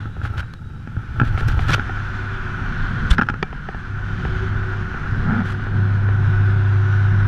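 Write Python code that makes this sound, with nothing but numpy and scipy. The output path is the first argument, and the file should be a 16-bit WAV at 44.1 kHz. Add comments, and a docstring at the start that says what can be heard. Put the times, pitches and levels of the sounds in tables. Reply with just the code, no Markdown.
"""A plastic tray, with the microphone in it, is loaded and shoved over rollers into a baggage scanner.
Impacts excite the damped modes of its shell, and rubber curtain flaps brush and slap its wall.
Friction with the belt makes a rasp that rings in the shell, over a rumble that swells at each roller.
The drive's whine, its gears and a mains hum arrive as structure-borne sound through the tray's floor.
The hall's airborne noise drops as the curtain closes behind the tray."""
import sys
import numpy as np
from scipy import signal
from scipy.fft import rfft, irfft, next_fast_len
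from scipy.io import wavfile
from scipy.ndimage import uniform_filter1d, map_coordinates

SR = 44100
rng = np.random.default_rng(int(sys.argv[2]) if len(sys.argv) > 2 else 0)


def output_pcm(signal):
    """Save a mono or channel-first signal as 16-bit PCM at the path in sys.argv[1].

    Samples are clipped to [-1, 1] before scaling.
    """
    pcm = np.clip(np.atleast_2d(signal).T, -1, 1) * 32767
    wavfile.write(sys.argv[1], SR, np.round(pcm).astype(np.int16))


N = 320827
TIME_S = np.arange(N) / SR
NORMAL_RUB_DB = -33  # reference level of the belt's friction


def knocks():
    """Impact excitation: hard contacts ring the tray's shell and thump its floor."""
    # contacts: start_s, peak_db, contact_cutoff_hz, thud_re_peak_db
    hits = [(0.056, -24.5, 1700, 4), (.215, -22.5, 1900, -2), (0.251, -17, 1700, -11),
            (.276, -25, 1800, -16), (0.429, -24, 2000, -20), (0.874, -26.5, 3500, 7), (0.966, -24, 2000, 4),
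            (1.199, -6, 3420, -7), (1.215, -8.5, 3040, 4), (1.233, -18.5, 1800, 8.5),
            (1.486, -17, 3000, -0.5), (1.693, -15, 5000, 4), (1.795, -11, 2800, -5.5),
            (3.182, -5.5, 4500, -10), (3.19, -9, 3980, 4.5), (3.195, -6, 2000, -2.5),
            (3.213, -6, 3500, -15), (3.22, -6, 5000, -3), (3.232, -16, 7000, -8), (3.267, -28, 9000, 4),
            (3.287, -7, 5570, -30), (3.294, -18.5, 4900, -6.5), (3.299, -12.5, 6960, 0),
            (3.34, -19.5, 3500, 0)]
    # modes of the shell: pitch_hz, level_db, t60_s
    shell_modes = [(390, -30, .03), (838, -23.5, 0.094), (1298, -14, 0.046), (1398, 4, 0.017),
                   (1619, 2, 0.013), (2500, -47.5, 0.031), (2560, -13, 0.015), (4270, -24, 0.0087),
                   (5330, -18, .008)]
    out, t = np.zeros(N), np.arange(SR // 8) / SR
    thud = np.sin(2 * np.pi * 230 * t) * amp(-60 * t / 0.025)
    for start_s, peak_db, contact_hz, thud_db in hits:
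        ring = strike(shell_modes, contact_hz, crack_db=-13, tick_db=-34.5)
        add(out, start_s, amp(peak_db) * (ring + amp(thud_db) * thud))
    return out


def slaps():
    """Contact damping: the rubber of belt and flaps excites the tray's wall and deadens it at once."""
    # slaps: start_s, peak_db, contact_cutoff_hz
    hits = [(.166, -29.5, 800), (1.376, -15, 2800), (1.409, -18.5, 2500), (1.592, -12, 3620),
            (1.78, -19, 900), (1.894, -15.5, 1410), (1.971, -23, 2000), (3.427, -5, 4715),
            (3.528, -22, 2560), (3.687, -16.5, 2200), (3.745, -19.5, 1900), (4.251, -14.5, 1900),
            (4.943, -22, 1500), (5.363, -20, 1170), (5.405, -19, 1500), (5.595, -25, 1500),
            (5.667, -20, 1400), (6.087, -18.5, 1820)]
    # modes of the damped wall: pitch_hz, level_db, t60_s
    wall_modes = [(178, -4, 0.04), (400, 0, 0.022), (772, -9.5, 0.046), (1130, -12.5, 0.011),
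                  (1314, 1.5, 0.023), (1800, 7.5, .01), (2310, -3.5, 0.013), (2820, 4, 0.0051),
                  (4540, -10.5, 0.0099)]
    out = np.zeros(N)
    for start_s, peak_db, contact_hz in hits:
        add(out, start_s, amp(peak_db) * strike(wall_modes, contact_hz, crack_db=-6, tick_db=-31))
    return out


def strike(modes, contact_hz, crack_db, tick_db):
    """Modal superposition: decaying sines plus a crack, at peak 1; a softer contact loses treble."""
    # spectrum of the crack: frequency_hz, density_db
    crack_spectrum = [(200, -8), (900, 10.5), (1500, 2), (3000, 0), (4000, -11.5), (5800, -12.5),
                      (7500, -23), (11000, -58), (16000, -42.5)]
    t = np.arange(SR // 8) / SR
    hz, db, t60 = np.transpose(modes)[:, :, None]
    scatter_db = rng.normal(0, 1.5, hz.shape)
    detune = rng.normal(1, .012, hz.shape)
    phase = rng.uniform(0, 2 * np.pi, hz.shape)
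    decay = amp(db + scatter_db - 60 * t / t60)
    ring = np.sum(decay * np.sin(2 * np.pi * hz * detune * t + phase), axis=0) / np.linalg.norm(amp(db))
    crack = coloured(rng.standard_normal(len(t)), crack_spectrum) * amp(crack_db - 60 * t / .013)
    tick = rng.standard_normal(len(t)) * amp(tick_db - 60 * t / 0.0019)  # the surfaces' first touch
    attack = 1 - np.exp(-t / 0.0018)
    lowpass = signal.butter(2, min(contact_hz, SR / 3), fs=SR)
    blow = signal.lfilter(*lowpass, (ring + crack) * attack + tick)
    return blow / np.abs(blow).max()


def jolts():
    """Rigid-body motion: the whole tray dips and springs back in a low Gaussian tone burst."""
    # heavy jolts: centre_s, envelope_peak_db, pitch_hz, half_width_s
    bursts = [(0.976, -10, 88.5, 0.0044), (1.222, -9.5, 128, 0.0096), (1.72, -17, 153, 0.027),
              (3.12, -0.5, 47.7, 0.0088), (5.126, -13, 120, 0.0091), (6.29, -20, 149, 0.02)]
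    out = np.zeros(N)
    for centre_s, db, hz, half_width_s in bursts:
        t = TIME_S - centre_s
        out += amp(db) * np.sin(2 * np.pi * hz * t) * np.exp(-(t / half_width_s) ** 2)
    return out


def rollers():
    """Forced vibration: each push by hand rocks the tray, and its ribs chatter over the rollers."""
    # pushes: start_s, length_s, level_db
    pushes = [(0.02, 0.072, -29.5), (.23, .16, -25.5), (.5, 0.32, -34), (.96, 0.044, -30),
              (1.22, 0.28, -20.5), (1.5, 0.24, -17.5)]
    # spectrum of the rocking: frequency_hz, density_db
    sway_spectrum = [(30, -17), (70, -3), (105, 1.5), (135, -1.5), (200, -59), (500, -82.5)]
    # spectrum of the ribs on the rollers: frequency_hz, density_db
    chatter_spectrum = [(150, 6), (330, 10), (520, -2.5), (700, -1.5), (880, 8), (1060, -34), (1330, 17.5),
                        (1900, -65), (5000, -36)]
    chatter = amp(-15.5) * coloured(friction(slips_per_s=200, smooth=.4), chatter_spectrum)
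    return held(pushes, rise_s=0.21, fall_s=0.16) * (noise(sway_spectrum) + chatter)


def brushes():
    """Sliding friction: things brush the microphone's case in short strokes that add in power."""
    # strokes: start_s, length_s, level_db
    strokes = [(0.235, 0.037, -37), (0.379, 0.026, -29), (.537, 0.0026, -31.5), (1.25, 0.038, -37.5),
               (1.38, 0.027, -32), (1.484, 0.0028, -25), (1.49, 0.038, -34), (1.598, 0.038, -36),
               (1.686, 0.061, -25), (1.733, 0.015, -17.5), (3.108, 0.0098, -24.5), (3.121, 0.027, -29.5),
               (5.461, 0.062, -35)]
    # spectrum of the brushing: frequency_hz, density_db
    spectrum = [(150, 3.5), (600, -2), (1000, -0.5), (1450, 13), (2100, 0), (3300, -3), (4500, -9.5),
                (6000, -16.5), (7500, -21.5), (13000, -31.5), (16000, -40)]
    power = sum(swell(start_s, db, rise_s=0.44 * length_s, fall_s=0.46 * length_s, hold_s=length_s) ** 2
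                for start_s, length_s, db in strokes)
    flicker = amp(2.5 * wobble(260))
    grit = coloured(friction(slips_per_s=5000, smooth=.7), spectrum)
    return np.sqrt(power) * unit(flicker * grit)


def scrapes():
    """Resonant filtering: a hard edge scrapes the case, and the rubbing noise rings in its modes."""
    # scrapes: start_s, level_db, lowest_mode_hz
    strokes = [(1.481, -41, 5420), (1.735, -18, 2360), (3.107, -25, 3420)]
    # modes of an edge: frequency_ratio, level_db
    edge_modes = [(1, 2.5), (1.5, -13.5), (2.35, -14.5)]
    out = np.zeros(N)
    for start_s, db, lowest_hz in strokes:
        edge = lambda hz: sum(amp(mode_db) / (1 + ((hz / (ratio * lowest_hz) - 1) / .12) ** 2)
                              for ratio, mode_db in edge_modes)
        envelope = swell(start_s, db, rise_s=0.0066, fall_s=0.0065, hold_s=0.0077)
        out += envelope * unit(filtered(rng.standard_normal(N), edge))
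    return out


def judder():
    """Stick-slip motion: the tray's foot catches and slips on the belt for a moment."""
    # spectrum of the shudder: frequency_hz, density_db
    spectrum = [(70, -21), (130, -17), (170, 2), (230, 1), (300, -28.5), (440, -21), (600, -28),
                (820, -19.5), (1050, -31), (1400, -15), (2200, -36), (6000, -78.5)]
    envelope = swell(peak_s=5.32, db=-15.5, rise_s=0.097, fall_s=0.082, hold_s=0.055)
    return envelope * coloured(friction(slips_per_s=160, smooth=0.93), spectrum)


def belt():
    """Friction noise: the belt's rasp rings in the shell; belt and sliding flaps hiss above it."""
    # spectrum of the rasp: frequency_hz, density_db
    rasp_spectrum = [(250, -3.5), (420, -18.5), (580, -21.5), (760, -13.5), (930, -13), (1200, -7.5),
                     (1470, 2.5), (1750, -7), (2050, -17), (4000, -42.5), (8000, -82)]
    # spectrum of the hiss: frequency_hz, density_db
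    hiss_spectrum = [(1000, -13), (2000, -1.5), (3000, -2.5), (4000, -9), (4700, -13.5), (6000, -16),
                     (7800, -29), (10700, -37), (15500, -61)]
    # curtain flaps sliding over the tray: start_s, length_s, level_db
    slides = [(1.4, 1.72, -49), (4.24, .25, -48), (4.7, 0.69, -56), (6.27, 1.0, -52)]
    rub_db = rubbing_db()
    grip = amp(.6 * wobble(25))
    rasp = coloured(friction(slips_per_s=1400, smooth=1.58), rasp_spectrum)
    hiss = patchy(coloured(friction(slips_per_s=3000, smooth=1.9), hiss_spectrum), depth_db=1.5)
    rasp_gain = amp(NORMAL_RUB_DB + rub_db + 0.5)
    hiss_gain = np.hypot(amp(-49 + 0.68 * rub_db), held(slides, rise_s=0.49, fall_s=.06))
    return grip * (rasp_gain * rasp + hiss_gain * hiss)


def rubbing_db():
    """Relative friction level: how much harder than normal the belt rubs over its bed."""
    # the belt's rubbing: time_s, level_db
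    rubbing = [(0.0, -35.5), (.1, -48), (.4, -41), (0.6, -53.5), (1.13, -41), (1.24, -36), (1.9, -32.5),
               (3.12, -29.5), (3.17, -40.5), (3.95, -36), (4.35, -32), (5.37, -31), (5.7, -34),
               (7.27, -30.5)]
    return np.interp(TIME_S, *np.transpose(rubbing)) - NORMAL_RUB_DB


def rumble():
    """Broadband forcing: rubbing shakes the frame and the tray's floor; both swell over each roller."""
    # rides over a roller: peak_s, frame_db, floor_db
    heaves = [(1.45, -18, -34), (2.7, -23.5, -30), (3.05, -26.5, -25.5), (4.25, -23.5, -29.5),
              (4.55, -27, -32), (5.17, -23, -25.5), (5.8, -51, -26), (6.3, -28.5, -31), (7.15, -31, -29)]
    # spectrum of the frame's rumble: frequency_hz, density_db
    frame_spectrum = [(10, -3.5), (25, 9.5), (45, 3), (70, 3.5), (110, -5.5), (200, -36), (500, -84)]
    # spectrum of the floor's drumming: frequency_hz, density_db
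    floor_spectrum = [(60, -52), (110, 1.5), (150, 6.5), (230, -4.5), (320, -17.5), (500, -19),
                      (1000, -71.5)]
    rub_db = rubbing_db()
    frame_gain, floor_gain = amp(-31 + 0.45 * rub_db), amp(-38 + 0.13 * rub_db)
    for peak_s, frame_db, floor_db in heaves:
        heave = swell(peak_s, db=0, rise_s=0.42, fall_s=0.65)
        frame_gain = np.hypot(frame_gain, amp(frame_db) * heave)
        floor_gain = np.hypot(floor_gain, amp(floor_db) * heave)
    return frame_gain * noise(frame_spectrum) + floor_gain * noise(floor_spectrum)


def machine():
    """Structure-borne sound: mains hum, whine and gears come through when the tray sits firmly."""
    # spells of firm contact: start_s, length_s, hum_db
    seatings = [(1.85, 0.48, -29), (2.45, 0.87, -31), (3.92, 0.25, -27.5), (4.35, 0.44, -24),
                (5.12, 0.44, -24.5), (5.77, 0.54, -17), (6.22, 1.5, -15.5)]
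    # tones of the drive: pitch_hz, relative_db
    tones = [(131, 13), (200, -3), (263, -2), (365, 2.5), (734, -7), (1480, 1.5)]
    # spectrum of the churning gears: frequency_hz, density_db
    gear_spectrum = [(200, -44.5), (520, 4.5), (800, 6), (1050, 9), (1400, -18.5), (3000, -79.5)]
    hum_hz, normal_hum_db, drive_db = 100.1, -21.5, -47
    seated = held(seatings, rise_s=0.23, fall_s=.2)
    hum = seated * amp(0.66 * wobble(15)) * np.sin(2 * np.pi * hum_hz * TIME_S)
    whine = sum(amp(db + 1.1 * wobble(9.1)) * np.sin(2 * np.pi * hz * TIME_S + 0.62 * wobble(10))
                for hz, db in tones)
    gears = amp(-1) * noise(gear_spectrum)
    drive_gain = amp(drive_db) * (seated / amp(normal_hum_db)) ** 0.57  # 0.57 dB per dB of hum
    return np.sqrt(2) * (hum + drive_gain * whine) + drive_gain * gears


def drag():
    """Narrow-band friction noise: the tray drags along with a rough drone."""
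    # spells of dragging: start_s, length_s, level_db
    drags = [(2.27, 0.045, -41), (4.32, 0.41, -37.5), (5.1, 0.64, -43.5), (6.15, 0.95, -43)]
    # spectrum of the drone: frequency_hz, density_db
    spectrum = [(220, -46.5), (330, -14), (375, 11.5), (420, -13.5), (480, -10), (700, -62)]
    return held(drags, rise_s=0.32, fall_s=0.45) * noise(spectrum)


def hall():
    """Airborne noise: the hall's air, and a thin narrow-band whistle until the tray moves off."""
    # spectrum of the hall: frequency_hz, density_db
    air_spectrum = [(150, 16), (300, 5.5), (500, -9.5), (1000, -24.5), (1330, -10.5), (1650, -5),
                    (2050, -26.5), (3000, -33.5), (5000, -21.5), (8000, -29), (11000, -35.5),
                    (15500, -43.5)]
    whistle = noise([(3000, -59), (3680, -6), (3820, 20), (3950, 5), (4080, -9), (5000, -64)])
    fade_out = np.clip((.85 - TIME_S) / 0.054, 0, 1)
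    return amp(-42.5) * noise(air_spectrum) + amp(-65.5) * fade_out * whistle


def curtain():
    """Insertion loss: the gain on the hall's noise falls as the curtain closes behind the tray."""
    start_s, closing_s, loss_db = 2.2, .1, 4
    return amp(-loss_db * np.clip((TIME_S - start_s) / closing_s, 0, 1))


def friction(slips_per_s, smooth):
    """Shot noise: tiny slips of random size over smooth rubbing."""
    slips = (rng.random(N) < slips_per_s / SR) * rng.standard_normal(N)
    return unit(slips) + smooth * rng.standard_normal(N)


def swell(peak_s, db, rise_s, fall_s, hold_s=0):
    """Exponential envelope: peaks, holds, and is 20 dB down rise_s before and fall_s after."""
    distance = np.maximum((peak_s - TIME_S) / rise_s, (TIME_S - peak_s - hold_s) / fall_s)
    return amp(db - np.clip(20 * distance, 0, 200))


def held(rows, rise_s, fall_s):
    """Upper envelope of held swells that share one rise and fall."""
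    return np.max([swell(start_s, db, rise_s, fall_s, hold_s) for start_s, hold_s, db in rows], axis=0)


def wobble(knots_per_s):
    """Random modulation: a smooth curve through Gaussian knots."""
    coarse_s = TIME_S[::64]
    curve = map_coordinates(rng.standard_normal(1024), [coarse_s * knots_per_s], mode="wrap")
    return np.interp(TIME_S, coarse_s, curve)


def patchy(x, depth_db):
    """Spectral modulation: random patches of gain drift over frequency and time."""
    spectrogram = signal.stft(x, nperseg=512)[2]
    field = uniform_filter1d(rng.standard_normal(spectrogram.shape), size=4, axis=0)
    field = unit(uniform_filter1d(field, size=50, axis=1))
    return unit(signal.istft(spectrogram * amp(depth_db * field), nperseg=512)[1][:N])


def noise(spectrum):
    """Coloured Gaussian noise of rms 1."""
    return coloured(rng.standard_normal(N), spectrum)


def coloured(x, spectrum):
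    """Spectral shaping by (frequency_hz, gain_db) points, at rms 1."""
    points_hz, db = np.transpose(spectrum)
    return unit(filtered(x, lambda hz: amp(np.interp(np.log(hz + 1), np.log(points_hz), db))))


def filtered(x, response):
    """Linear filtering: the spectrum of x times a frequency response."""
    size = next_fast_len(len(x) + SR // 4)
    return irfft(rfft(x, size) * response(np.fft.rfftfreq(size, 1 / SR)), size)[:len(x)]


def add(track, start_s, sound):
    """Superpose a sound on the track from start_s."""
    start = max(round(start_s * SR), 0)
    track[start:start + len(sound)] += sound[:N - start]


def amp(db):
    """Decibels to gain."""
    return 10 ** (np.asarray(db) / 20)


def unit(x):
    """Scale to rms 1."""
    return x / np.sqrt(np.mean(x ** 2) + 1e-20)


def scene():
    """Superposition: all sources sum at the microphone in the tray."""
    contacts = knocks() + slaps() + brushes() + scrapes() + jolts()
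    conveyor = rollers() + belt() + rumble() + judder() + machine() + drag()
    return (contacts + conveyor + curtain() * hall())[None]


def record(dry):
    """Resonance of the microphone's case colours the sound, which is then clipped and band-limited."""
    # resonances of the case: centre_hz, width_hz, level_re_direct_db
    case_modes = [(2345, 15, -1.5), (2825, 24, -12), (3130, 44, -5), (3470, 72, -5), (4060, 35, -5.5),
                  (5030, 22, -19.5), (5800, 70, -17.5), (7850, 390, -15), (10760, 310, 1)]
    case = lambda hz: 1 + sum(amp(db) * 1j * hz * width / (centre ** 2 - hz ** 2 + 1j * hz * width)
                              for centre, width, db in case_modes)
    end_fades = signal.windows.tukey(N, .002)
    clipped = np.clip(filtered(dry[0] * end_fades, case), -1, 1)
    return filtered(clipped, lambda hz: hz < 15750)[None]


dry = scene()
out = record(dry)
output_pcm(out)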